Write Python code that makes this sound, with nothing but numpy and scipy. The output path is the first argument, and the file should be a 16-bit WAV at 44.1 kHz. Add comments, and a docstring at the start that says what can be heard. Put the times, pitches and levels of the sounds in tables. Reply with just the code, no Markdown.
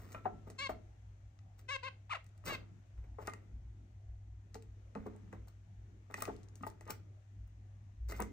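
"""Caged finches indoors

Small finches in a wire cage, close to a phone: nasal stacked calls and a two-voiced falling chirp (overtone
stacks with breath), hops and pings that ring the cage (damped sines), claw ticks and scrabbling (shaped noise).
Behind them a mains hum (one sine), footfalls booming through the floor (tones that beat), a low building
rumble and the hush of a small room with fading tails of cage clatter (coloured noise)."""
import sys
import numpy as np
from scipy import signal
from scipy.fft import rfft, irfft, next_fast_len
from scipy.io import wavfile
from scipy.ndimage import uniform_filter1d, map_coordinates

SR = 44100
rng = np.random.default_rng(int(sys.argv[2]) if len(sys.argv) > 2 else 0)


def master(y):
    """Save y as 16-bit WAV."""
    cut = np.clip(np.atleast_2d(y).T, -1, 1)
    pcm = np.round(cut * 32767)  # scale
    wavfile.write(sys.argv[1], SR, pcm.astype(np.int16))


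N = 366912  # length in samples
TOP_HZ = 16500  # nothing sounds above this

# colour of the building's low noise: [f/Hz, level/dB]
RUMBLE_COLOUR = [(15, -53), (25, -14.5), (32, -6), (42, -11.5), (70, -10), (85, 2.5), (105, 2), (125, -4),
                 (170, -35), (300, -120)]

# colour of the hush: [f/Hz, level/dB]
HUSH_COLOUR = [(90, -47), (150, -14.5), (260, -22), (345, -22.5), (480, -33), (700, -27), (990, -35.5),
               (1890, -36), (4890, -48.5), (6370, -44), (8630, -52.5), (10800, -62), (13200, -57),
               (16500, -83.5)]
# the hush with the fading tails of cage clatter, above 300 Hz, before the lean: [t/s, level/dB]
HUSH_LEVEL = [(0.0, -72.5), (0.69, -73.5), (1.41, -77), (2.1, -76), (2.59, -75), (3.0, -75), (4.38, -77.5),
              (5.21, -73.5), (5.63, -76), (6.16, -75.5), (6.28, -62.5), (6.46, -75.5), (8.11, -76.5),
              (8.32, -70.5)]
# left-right likeness, before the lean: [f/Hz, correlation -1 to 1]
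HUSH_LIKENESS = [(60, 0.38), (130, 0.71), (290, 0.98), (640, 0.21), (1410, -0.25), (3100, 0.094),
                 (6820, -0.063), (15000, -0.59)]
# left over right: [f/Hz, level/dB]
HUSH_LEAN = [(60, -0.5), (130, 2), (290, 1), (640, -1.0), (1410, 4.5), (3100, 5), (6820, 9), (15000, -9)]
# how much it comes and goes: [f/Hz, depth/dB]
HUSH_PATCHES = [(200, 4.5), (800, 2.5), (2500, 0.5)]

# footfalls and jolts through the floor: [t/s of the peak, level/dB, t60/s]
THUDS = [(.005, -57, 0.51), (.18, -57, .6), (0.339, -53.5, 2), (0.721, -53.5, 5.2), (1.27, -54.5, 0.93),
         (1.779, -66, 0.81), (2.22, -63, 0.53), (2.619, -55.5, .7), (2.99, -43.5, 1.8), (3.55, -43.5, 1.7),
         (4.099, -45.5, 2.7), (4.692, -52.5, 3.2), (5.011, -47, 0.075), (5.1, -57, 0.31),
         (5.4, -50.5, 0.95), (5.79, -52.5, 2.4), (6.331, -53, 1), (6.7, -55, 0.27), (6.839, -57, 1.1),
         (7.412, -48.5, 2), (8.02, -40.5, 1.9), (8.085, -41, 0.87)]
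# two close tones that beat, and a deep push: [f/Hz, level/dB, share of the thud's t60]
FLOOR_TONES = [(56.36, -4, 0.79), (62.87, -9.5, 1), (35.8, -11.5, 0.34)]
FLOOR_SCATTER_HZ = 0.6  # the tones shift a little from step to step
THUD_RISE_S = 0.23  # time to climb 60 dB
MURMUR_DB, MURMUR_SWING_DB = -70, 4.5  # the faint restless boom between thuds

# scrabbling feet and feathers: [t/s of the peak, treble level/dB, body level/dB, body t60/s]
SCRABBLE_BURSTS = [(.005, -70, -63, 1.4), (.09, -70.5, -80, 0.38), (.13, -66.5, -63.5, 0.27),
                   (.149, -77, -47.5, 0.14), (0.255, -82, -56.5, 0.12), (0.474, -76.5, -64.5, .5),
                   (.506, -69, -76, .06), (.696, -60.5, -51.5, 0.19), (1.588, -70.5, -72.5, 0.31),
                   (2.38, -76.5, -92, 0.034), (2.457, -55, -55.5, 0.28), (2.478, -53.5, -48.5, 0.46),
                   (2.534, -56.5, -58, 0.047), (2.98, -83, -66.5, .15), (3.044, -87, -68.5, 0.09),
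                   (3.19, -71.5, -62, 1.06), (3.275, -61, -55.5, 0.089), (3.287, -75, -51, 0.078),
                   (4.55, -59, -51, 0.077), (4.63, -76.5, -74, .09), (4.954, -80.5, -60.5, 1.1),
                   (5.067, -70, -66.5, 0.094), (5.162, -88, -83, 0.071), (5.329, -69.5, -55, 0.21),
                   (5.484, -67.5, -84, 0.082), (6.11, -75, -62.5, 0.71), (6.146, -67, -47.5, .03),
                   (6.17, -63.5, -61, 0.92), (6.2, -66, -66.5, 0.41), (6.222, -58, -46.5, .07),
                   (6.239, -65, -56.5, 0.2), (6.558, -76, -75.5, .6), (6.62, -77.5, -68, 0.67),
                   (6.674, -58, -61, 0.13), (6.806, -77, -70.5, .4), (6.87, -94, -60, 0.45),
                   (6.908, -40.5, -47.5, 0.062), (6.925, -67.5, -66, 0.22), (8.09, -57.5, -58.5, .8),
                   (8.128, -60, -46.5, 0.048), (8.165, -69, -84, .15), (8.202, -72, -41, 0.13)]
# colour of the scrabble's treble as heard, thin around 11 kHz: [f/Hz, level/dB]
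TREBLE_COLOUR = [(2350, -11.5), (4000, -15), (4420, -11.5), (5130, -10), (8910, -13.5), (11300, -35),
                 (12500, -15), (15100, -9.5), (16000, -27), (16500, -38.5)]
# colour of the scrabble's duller body: [f/Hz, level/dB]
BODY_COLOUR = [(290, 0.5), (500, 1.5), (616, -7.5), (994, -6), (1240, -1.5), (1660, -9.5), (2080, -6.5),
               (2730, -19), (4000, -24), (5200, -60.5), (8800, -120)]
SCRABBLE_RISE_S, TREBLE_FADES = 0.032, 0.52  # time to climb 60 dB; t60 of the treble over that of the body
SMOOTH = 90  # samples over which a burst rounds off

# claws and beaks on the wires: [t/s, level/dB, centre f/Hz, hiss t60/s, knock level/dB, left-right level/dB]
TICKS = [(0.0194, -54, 14800, 0.068, -5, 4), (0.1281, -47, 7250, 0.092, -13, -2),
         (0.5013, -46.5, 6440, 0.054, -4, -2.5), (1.3904, -57, 5370, 0.042, -5, 5),
         (1.5924, -52.5, 6120, 0.047, -6, 1), (2.2435, -59.5, 7460, 0.03, -13, 2),
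         (2.265, -58, 8200, 0.03, -5, 6), (2.2914, -64, 6630, 0.03, -8, 0.5),
         (2.378, -59, 7450, 0.03, -12, 0.5), (2.4573, -36, 15600, 0.042, -20, 1),
         (3.2731, -32.5, 7100, 0.02, -8, 4.5), (3.2974, -49.5, 6000, 0.025, -4, 8),
         (3.3362, -46, 6150, 0.027, 3, 9.5), (4.545, -40, 5330, 0.12, -14, 6.5),
         (4.6243, -52, 6060, 0.023, -17, -1), (4.9519, -48.5, 5430, 0.12, 4.5, 3),
         (5.1635, -57, 8640, 0.03, -13, 0), (5.3283, -54.5, 6570, 0.037, 7.5, 3.5),
         (5.474, -62, 8060, 0.022, -5, -6), (6.122, -58.5, 14200, 0.03, 3, 1),
         (6.1423, -35, 7400, 0.03, -1, 8.5), (6.175, -44.5, 6500, 0.052, -20, 2),
         (6.2057, -38.5, 14900, 0.056, -11, 0), (6.2226, -27, 9460, 0.02, -7, 2.5),
         (6.254, -45, 6000, 0.036, 0, 16.5), (6.365, -50.5, 6000, 0.028, -23, 2),
         (6.4323, -54.5, 6350, 0.06, -23, 8), (6.4866, -53.5, 6540, 0.04, -37, 4),
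         (6.556, -47, 6740, 0.04, -28, 5), (6.6283, -50.5, 6320, 0.052, -14, 4),
         (6.667, -43, 15300, 0.035, -4, 5.5), (6.7008, -51, 6410, 0.037, -23, 8),
         (6.81, -50.5, 6840, 0.044, 3, 0.5), (6.8543, -58, 6100, 0.03, -3, 1),
         (6.877, -53, 8250, 0.032, -5, -2), (6.9053, -31.5, 15300, 0.049, -14, 8.5),
         (7.4769, -63, 14600, 0.026, -4.5, 2), (8.0945, -51, 6900, 0.039, -10, 6),
         (8.1239, -40, 15000, 0.025, 2, 3), (8.204, -28.5, 14800, 0.015, -20, 3.5),
         (8.2223, -32.5, 7400, 0.035, -23, 3.5)]
# colour of the ticks as heard, thin around 11 kHz: [f/Hz, level/dB]
TICK_COLOUR = [(590, -16), (1000, 13.5), (1910, 8.5), (3330, -10), (5350, -13.5), (6690, -9.5), (7350, -14),
               (9650, -13), (11500, -29.5), (15100, -11), (16800, -27)]
# modes of a perch rapped hard: [f/Hz, level/dB, t60/s]
KNOCK_MODES = [(1250, 6.5, 0.025), (1942, 9, 0.022), (2530, 0, 0.028), (3980, -14.5, 0.01)]

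# landings on the wire floor:
# [t/s, level/dB, centre f/Hz, scuffle decay/s, tray boom level/dB, left-right level/dB]
HOPS = [(0.022, -54, 496, 0.0048, -5, -6.5), (0.088, -59, 1500, 0.0098, -27, -7),
        (0.147, -34.5, 1310, 0.0014, -19.5, -1), (0.255, -28, 763, 0.011, -19.5, -1),
        (0.471, -48, 589, 0.014, -5, 0), (0.5, -48, 486, 0.016, -8, -3),
        (0.694, -29.5, 642, 0.0046, -22, -2), (1.585, -70, 1480, 0.009, -14, -1),
        (2.439, -54, 1220, 0.0038, -18, 4), (2.462, -45.5, 1520, 0.0086, -34, 0),
        (2.498, -35.5, 1220, 0.012, -20, 5), (2.522, -37, 590, 0.0053, -26.5, -3.5),
        (2.538, -44.5, 2200, 0.014, -15, -0.5), (3.185, -38, 710, 0.01, -28, 2),
        (3.197, -56, 859, 0.029, -16, -4.5), (3.219, -51.5, 710, 0.007, -20, 2.5),
        (3.278, -30.5, 1134, 0.0035, -28, -1), (3.334, -46, 1350, 0.0027, -11.5, 2.5),
        (4.553, -41, 466, 0.0041, -13, -2.5), (4.955, -34.5, 763, 0.014, -4.5, -2),
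        (5.062, -37.5, 574, 0.0091, -6, -2.5), (5.151, -54, 504, 0.012, -15, -5),
        (5.33, -41.5, 640, 0.0089, -11.5, -3.5), (5.473, -61, 985, 0.013, -23, 2),
        (6.1, -49, 900, 0.013, -10.5, -0.5), (6.141, -36.5, 1790, 0.0019, -20, -11),
        (6.181, -44, 1170, 0.007, -10, -0.5), (6.205, -43, 2470, 0.008, -36, -3),
        (6.22, -35.5, 1240, 0.0028, -49, 6.5), (6.238, -66, 1210, 0.0082, -6, -4),
        (6.252, -53.5, 1160, 0.0071, -15, -9), (6.277, -36, 900, .005, -13, 0.5),
        (6.284, -31, 570, 0.0063, -13.5, -2), (6.294, -39.5, 797, 0.0041, -15, 6),
        (6.608, -56, 1270, 0.0055, 10, 3), (6.634, -37.5, 1185, 0.0052, -19.5, -2),
        (6.667, -35.5, 785, 0.002, -29, 3.5), (6.809, -50, 501, 0.0037, -31, 2.5),
        (6.865, -53.5, 533, 0.011, -25, 2), (6.881, -43, 1250, 0.0089, -36, 1),
        (6.899, -35, 810, 0.0023, -33, 2), (8.093, -49, 616, 0.0056, -25, 2),
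        (8.122, -41.5, 610, 0.0072, -11, 0), (8.142, -45.5, 2090, 0.0098, -12, -4.5),
        (8.197, -34.5, 623, 0.015, -5, 1), (8.219, -44, 589, 0.0038, -7, -9.5)]
# modes of the wire floor and bars: [f/Hz, level/dB, t60/s]
CAGE_MODES = [(334.3, -6, 0.31), (435.3, 6.5, 0.055), (467, -4, 0.026), (593, -5.5, 0.081),
              (660, 0.5, 0.038), (710, -3.5, 0.028), (858, -0.5, 0.027), (863, -2.5, 0.078),
              (940, -11.5, 0.031), (1034, -5.5, 0.045), (1193.6, 3.5, 0.045), (1260, -19.5, 0.034),
              (1450, -14.5, 0.018), (1520, -7.5, 0.045), (1540, -32.5, 0.027), (1898, -1, 0.041),
              (2060, -36.5, 0.21), (2640, -28, 0.058), (2460, -5.5, 0.041), (3200, -19, 0.16)]
# modes of the tray: [f/Hz, level/dB, t60/s]
TRAY_MODES = [(171.2, -13, 0.15), (209.4, 1.5, 0.14), (270.4, -6.5, 0.17)]

# clearest single rings of the cage, many sounding with a landing: [f/Hz, t60/s, blows as (t/s, level/dB)]
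PINGS = [(446, 0.13, [(4.553, -44), (4.957, -38.5), (5.063, -61)]), (600, 0.05, [(2.521, -35.5)]),
         (713, 0.086, [(.257, -31), (.695, -35)]), (970, 0.065, [(8.196, -38)]),
         (1234, 0.053, [(3.278, -35.5), (6.634, -37.5)]), (1337, 0.38, [(.15, -54.5), (.258, -56.5),
         (.696, -64.5), (3.336, -70)]), (1860, 0.026, [(6.141, -36)]), (2470, .036, [(6.205, -46)]),
         (2087, 0.3, [(3.28, -58), (8.102, -56), (8.125, -57), (8.235, -59)])]

# overall colour of the calls as heard, nearly empty around 11 kHz: [f/Hz, level/dB]
CALL_COLOUR = [(300, -7), (540, -18), (1090, -5.5), (1630, -7.5), (2200, -1), (2750, -5), (3300, -10.5),
               (3850, -12.5), (4400, -14), (5400, -25), (6500, -26), (7300, -30), (9300, -36.5),
               (10800, -78), (13500, -48)]
# stacked calls: [t/s, length/s, opening/s, step/s, opening f/Hz, top f/Hz, level/dB at mid-call,
#  breath level/dB, pitch jitter 0-1, overtone tilt/dB per octave, odd overtones level/dB,
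#  beak ring near 4.4 kHz level/dB, bright onset level/dB, left-right level/dB]
STACKED_CALLS = [(.581, 0.1, .023, 0.014, 530, 570.7, -41.5, -21, 0.01, -1, -4, 4, 16, 2.5),
                 (1.681, 0.092, .02, .013, 513, 566, -41, -22, 0, -1, 0.5, -4, 7.5, 4.5),
                 (1.825, 0.07, .008, .032, 493, 539.5, -44.5, -25, 0.02, -4.5, -2.5, 5.5, 14, 4),
                 (2.464, .1, .022, 0.01, 511.5, 564.4, -44.5, -14.5, 0.01, 0.5, 1.5, 0.5, 3, 1)]
SAG_SHARE, SAG_BEND = 0.0984, 1.64  # after the step up the pitch droops by this share, ever faster
ATTACK_S, RELEASE_S, EDGE_DB = 0.0088, 0.0079, 26  # fade at both ends
SWELL_DB_PER_S = 25  # slow growth between them
# the falling chirp, upper and lower voice: [t/s, f/Hz, level/dB]
CHIRP = [
    [(2.095, 776, -57.5), (2.101, 1035, -50.5), (2.108, 1278, -45), (2.115, 1256, -38), (2.13, 1045, -40.5),
     (2.142, 797, -48), (2.156, 628, -40.5), (2.166, 535, -52), (2.174, 458, -52.5)],
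    [(2.11, 682, -75), (2.12, 694, -54), (2.136, 682, -39), (2.15, 646, -85)],
]
# its voices: [breath level/dB, pitch jitter 0-1, overtone tilt/dB per octave, odd overtones level/dB,
#  beak ring level/dB, bright onset level/dB, left-right level/dB]
CHIRP_VOICES = [(-10, 0.025, -6.5, -1, -4, 0, 2.5), (-13, 0.14, -3, 2.5, 0.5, 0, -2)]

# cage at the two microphone ports, left over right: [f/Hz, level/dB]
PORT_LEAN = [(60, -8.5), (110, 9), (200, 2), (380, 0), (700, 9.5), (1290, 2.5), (2380, -1), (4400, 5.5),
             (8120, 0.5), (15000, -3)]
# phase by which left leads: [f/Hz, phase/rad]
PORT_LEAD = [(0, 4.5), (1210, -1.65), (1640, 1.24), (2840, 1.3), (4480, 7.5), (6290, 8.0), (10100, 4.5),
             (12200, -21.5), (13200, -0.5), (16600, -2)]
# decay of the room: [f/Hz, t60/s]
ROOM_DECAY = [(150, 1), (420, 0.38), (1000, 0.2), (4000, 0.26), (12000, 0.14)]


def amp(db):
    """Decibels to gain."""
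    return 10 ** (np.asarray(db) / 20)


def unit(x):
    """Scales to an rms of one."""
    return x / np.sqrt(np.mean(x ** 2) + 1e-20)


def peak(x):
    """Scales to a peak of one."""
    return x / np.abs(x).max()


def along(points, hz):
    """Reads (Hz, value) points on a log frequency axis."""
    f, v = np.transpose(points)
    return np.interp(np.log(hz + 1), np.log(f + 1), v)


def curve(rows):
    """One value per sample from (s, value) rows."""
    return np.interp(np.arange(N) / SR, *np.transpose(rows))


def wobble(rate, size=N):
    """A smooth random curve, rate knots a second."""
    knots = rng.standard_normal(int(size * rate / SR) + 4)
    return map_coordinates(knots, [np.arange(size) * rate / SR])


def filtered(x, response):
    """Shapes x by a response of frequency, real or complex."""
    n = x.shape[-1]
    m = next_fast_len(n + 4096)
    return irfft(rfft(x, m) * response(np.fft.rfftfreq(m, 1 / SR)), m)[..., :n]


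def add(pair, s, x, pan_db):
    """Mixes a sound into both channels at a time."""
    part = pair[:, round(s * SR):][:, :len(x)]
    part += amp([[pan_db / 2], [-pan_db / 2]]) * x[:part.shape[1]]


def track(pieces):
    """Sums (start s, sound) pieces into one track; a piece may start up to a second early."""
    out = np.zeros((2, N + SR))
    for s, x in pieces:
        add(out, s + 1, x, 0)
    return out[0, SR:]


def swell(rise, t60):
    """Times around a peak, and the gain of a burst that climbs to it and dies away."""
    t60 = np.clip(t60, .01, 4)
    u = np.arange(-round(rise * SR), round(t60 * SR)) / SR
    return u, amp(-60 * np.where(u < 0, -u / rise, u / t60))


def ringing(modes, t, lift_db):
    """Modes of a struck body: damped sines, each at a new strength and sign."""
    hz, level_db, t60 = np.transpose(modes)[:, :, None]
    strength_db = level_db + lift_db(hz) + rng.normal(0, 2.5, hz.shape)
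    gain = amp(strength_db - 60 * t / np.clip(t60, .005, .6))
    return np.sum(gain * rng.choice([-1, 1], hz.shape) * np.sin(2 * np.pi * hz * t), axis=0)


def hum():
    """Twice the mains frequency, wavering a little in strength."""
    t = np.arange(N) / SR
    waver_db = 1.2 * wobble(8)
    return amp(-53.5 + waver_db) * np.sin(2 * np.pi * 100.2 * t)


def rumble():
    """The building's low noise, coming and going."""
    noise = rng.standard_normal(N) * amp(3 * wobble(6))
    return amp(-63.5) * unit(filtered(noise, lambda f: amp(along(RUMBLE_COLOUR, f))))


def hush():
    """Room noise and fading clatter tails as one patchy noise, partly alike at the two ports."""
    hz, _, z = signal.stft(rng.standard_normal((2, N)), SR, nperseg=512)
    field = uniform_filter1d(rng.standard_normal(z.shape[1:]), size=3, axis=0)
    field = uniform_filter1d(field, size=24, axis=1)
    patches = amp(along(HUSH_PATCHES, hz)[:, None] * unit(field))
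    pair = signal.istft(z * patches, nperseg=512)[1][:, :N]
    # the mid-to-side balance sets the likeness
    turn = lambda f: np.arccos(np.clip(along(HUSH_LIKENESS, f), -1, 1)) / 2
    mid, side = filtered(pair, lambda f: amp(along(HUSH_COLOUR, f)) * [np.cos(turn(f)), np.sin(turn(f))])
    lean = lambda f: amp(np.outer([.5, -.5], along(HUSH_LEAN, f)))
    air = filtered(np.array([mid + side, mid - side]), lean)
    return amp(curve(HUSH_LEVEL)) * air / np.std(filtered(mid, lambda f: f > 300))


def thuds():
    """Each footfall sets the floor's tones going in step; between them it murmurs, its pitch wandering."""
    hz = 59 + 4 * wobble(5.2)
    murmur_gain = amp(MURMUR_DB + MURMUR_SWING_DB * wobble(7.4))
    murmur = murmur_gain * np.sin(2 * np.pi * np.cumsum(hz) / SR)
    pieces = []
    for s, db, t60 in THUDS:
        phase = rng.uniform(0, 2 * np.pi)
        for tone_hz, tone_db, share in FLOOR_TONES:
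            u, gain = swell(THUD_RISE_S, share * t60)
            tone = np.sin(2 * np.pi * rng.normal(tone_hz, FLOOR_SCATTER_HZ) * u + phase)
            pieces.append((s + u[0], amp(db + tone_db) * gain * tone))
    return np.sqrt(2) * (murmur + track(pieces))  # levels count as rms


def scrabble():
    """Grainy rustle of feathers and claws and a duller rattle of the wires, both in uneven lumps."""
    lumps = amp(3 * wobble(400) + 3 * wobble(60))

    def grains(colour):
        return unit(filtered(rng.standard_normal(N) * lumps, lambda f: amp(along(colour, f))))

    def burst(s, db, t60):
        return s - SCRABBLE_RISE_S, amp(db) * swell(SCRABBLE_RISE_S, t60)[1]

    treble = track(burst(s, db, TREBLE_FADES * t60) for s, db, _, t60 in SCRABBLE_BURSTS)
    body = track(burst(s, db, t60) for s, _, db, t60 in SCRABBLE_BURSTS)
    rustle = uniform_filter1d(treble, size=SMOOTH) * grains(TREBLE_COLOUR)
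    rattle = uniform_filter1d(body, size=SMOOTH) * grains(BODY_COLOUR)
    return rustle + rattle


def ticks():
    """A sharp crack and a fast-dying hiss, coloured around each tick's centre, over a short knock."""
    out = np.zeros((2, N))
    t = np.arange(-128, SR // 8) / SR  # a little silence ahead of the contact
    for s, db, centre_hz, t60, knock_db, pan_db in TICKS:
        decay = amp(-60 * t / 0.0013) + 0.16 * amp(-60 * t / max(t60, .005))  # crack, then hiss
        burst = rng.standard_normal(len(t)) * (t >= 0) * decay
        near_db = lambda f: -9.5 * np.log2((f + 20) / centre_hz) ** 2
        tick = filtered(burst, lambda f: amp(along(TICK_COLOUR, f) + near_db(f)))
        knock = (t >= 0) * ringing(KNOCK_MODES, np.abs(t), lambda f: 0)
        add(out, s + t[0], amp(db) * (peak(tick) + amp(knock_db) * peak(knock)), pan_db)
    return out


def hops():
    """Each landing is a short scuffle of toes that rings the wires near its centre and booms the tray."""
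    out, t = np.zeros((2, N)), np.arange(SR // 2) / SR
    u = t[:SR // 8]
    for s, db, centre_hz, scuffle, boom_db, pan_db in HOPS:
        near_db = lambda f: -8 * np.log2((f + 20) / centre_hz) ** 2
        contact = (1 - np.exp(-u / 0.0015)) * np.exp(-u / max(scuffle, 5e-4))
        toes = rng.standard_normal(len(u)) * amp(2.5 * wobble(351, size=len(u))) * contact
        toes[:16] += .15 * np.linalg.norm(toes) * np.hanning(16)  # the first touch is one firm push
        blow = peak(signal.fftconvolve(toes, ringing(CAGE_MODES, t, near_db))[:len(t)])
        scrape = contact * filtered(rng.standard_normal(len(u)), lambda f: amp(near_db(f)))
        blow[:len(u)] += 0.48 * peak(scrape)
        boom = (1 - np.exp(-t / 0.012)) * ringing(TRAY_MODES, t, lambda f: 0)
        add(out, s, amp(db) * (peak(blow) + amp(boom_db) * peak(boom)), pan_db)
    return out


def pings():
    """The cage's clearest single rings: decaying sines, a little unsteady in phase and strength."""
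    out, t = np.zeros((2, N)), np.arange(SR // 2) / SR
    for hz, t60, blows in PINGS:
        for s, db in blows:
            tone = np.sin(2 * np.pi * hz * t + 1.21 * wobble(41, size=len(t)))
            tone *= amp(2.8 * wobble(27, size=len(t)))
            add(out, s, amp(db - 60 * t / t60) * (1 - np.exp(-t / 0.00045)) * tone, 0)
    return out


def voice(t, pitch, level, breath_db, jitter, tilt_db, odd_db, beak_db, onset_db):
    """An overtone stack on the pitch, in the colour of the calls, with breath that puffs once a cycle."""
    hz = uniform_filter1d(pitch, size=200) * (1 + jitter * wobble(412, size=len(t)))
    phase = 2 * np.pi * np.cumsum(hz) / SR
    k = np.arange(1, 29)[:, None]  # overtone numbers
    colour_db = lambda f: along(CALL_COLOUR, f) + beak_db * np.exp(-((f - 4400) / 700) ** 2)
    flicker_db = 2.4 * np.array([wobble(40, size=len(t)) for _ in k])
    # the start is shrill
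    attack_db = onset_db * np.exp(-(t - t[0]) / 0.041) * np.clip(np.log2(k * hz / 3500), 0, 1)
    slope_db = tilt_db * np.log2(k * hz / 2000) + odd_db * (k % 2)
    gains = (k * hz < TOP_HZ) * amp(colour_db(k * hz) + slope_db + attack_db + flicker_db)
    stack = np.sum(gains * np.sin(k * phase + rng.uniform(0, 2 * np.pi, k.shape)), axis=0)
    stack /= np.sqrt(np.sum(gains ** 2, axis=0) / 2)  # even loudness at every moment
    puffs = rng.standard_normal(len(t)) * (1 + np.cos(phase))
    breath = filtered(puffs, lambda f: amp(colour_db(f) + 4 * np.log2(f / 2000 + 1e-3)))
    return amp(level) * (stack + amp(breath_db) * unit(breath))


def calls():
    """Stacked calls share one shape: low opening, step up, droop. The chirp is two voices that overlap."""
    out = np.zeros((2, N))
    for s, length, opening, step, low_hz, top_hz, db, *colour, pan_db in STACKED_CALLS:
        t = np.arange(0, length, 1 / SR)
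        climb = np.clip((t - opening) / step, 0, 1)
        droop = np.clip((t - opening - step) / (length - opening - step), 0, 1) ** SAG_BEND
        pitch = low_hz + (top_hz - low_hz) * climb - SAG_SHARE * top_hz * droop
        edges = np.clip(1 - t / ATTACK_S, 0, 1) + np.clip(1 - (length - t) / RELEASE_S, 0, 1)
        level = db + SWELL_DB_PER_S * (t - length / 2) - EDGE_DB * edges
        add(out, s, voice(t, pitch, level, *colour), pan_db)
    for rows, (*colour, pan_db) in zip(CHIRP, CHIRP_VOICES):
        s, pitch, level = np.transpose(rows)
        t = np.arange(s[0], s[-1], 1 / SR)
        add(out, s[0], voice(t, np.interp(t, s, pitch), np.interp(t, s, level), *colour), pan_db)
    return out


def ports(pair):
    """The two microphone ports hear the cage with their own colour and delay."""
    lean = lambda f: amp(np.outer([.5, -.5], along(PORT_LEAN, f)))
    lead = lambda f: np.exp(1j * np.outer([.5, -.5], along(PORT_LEAD, f)))
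    return filtered(pair, lambda f: lean(f) * lead(f))


def room(x):
    """Each frequency of the room's answer dies at its own speed."""
    hz, t, z = signal.stft(rng.standard_normal((2, SR // 2)), SR, nperseg=256)
    tail = signal.istft(z * amp(-60 * t / along(ROOM_DECAY, hz)[:, None]), SR, nperseg=256)[1]
    late = np.pad(x, (350, 0))[None]  # the answer comes 8 ms late
    return signal.fftconvolve(late, tail / np.linalg.norm(tail[0]), axes=1)[:, :N]


def scene():
    """Birds and cage, direct and through the room, over the low sounds and the hush."""
    birds, feet = calls(), hops() + ticks() + pings() + scrabble()
    wet = amp(-12.0) * room(birds.mean(axis=0)) + amp(-10.0) * room(feet.mean(axis=0))
    low = hum() + thuds() + rumble()
    return ports(birds + feet) + wet + low * amp([[.4], [-.4]]) + hush()


def record(dry):
    """The phone keeps nothing above its band limit."""
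    return filtered(dry, lambda f: f < TOP_HZ)


dry = scene()
out = record(dry)
master(out)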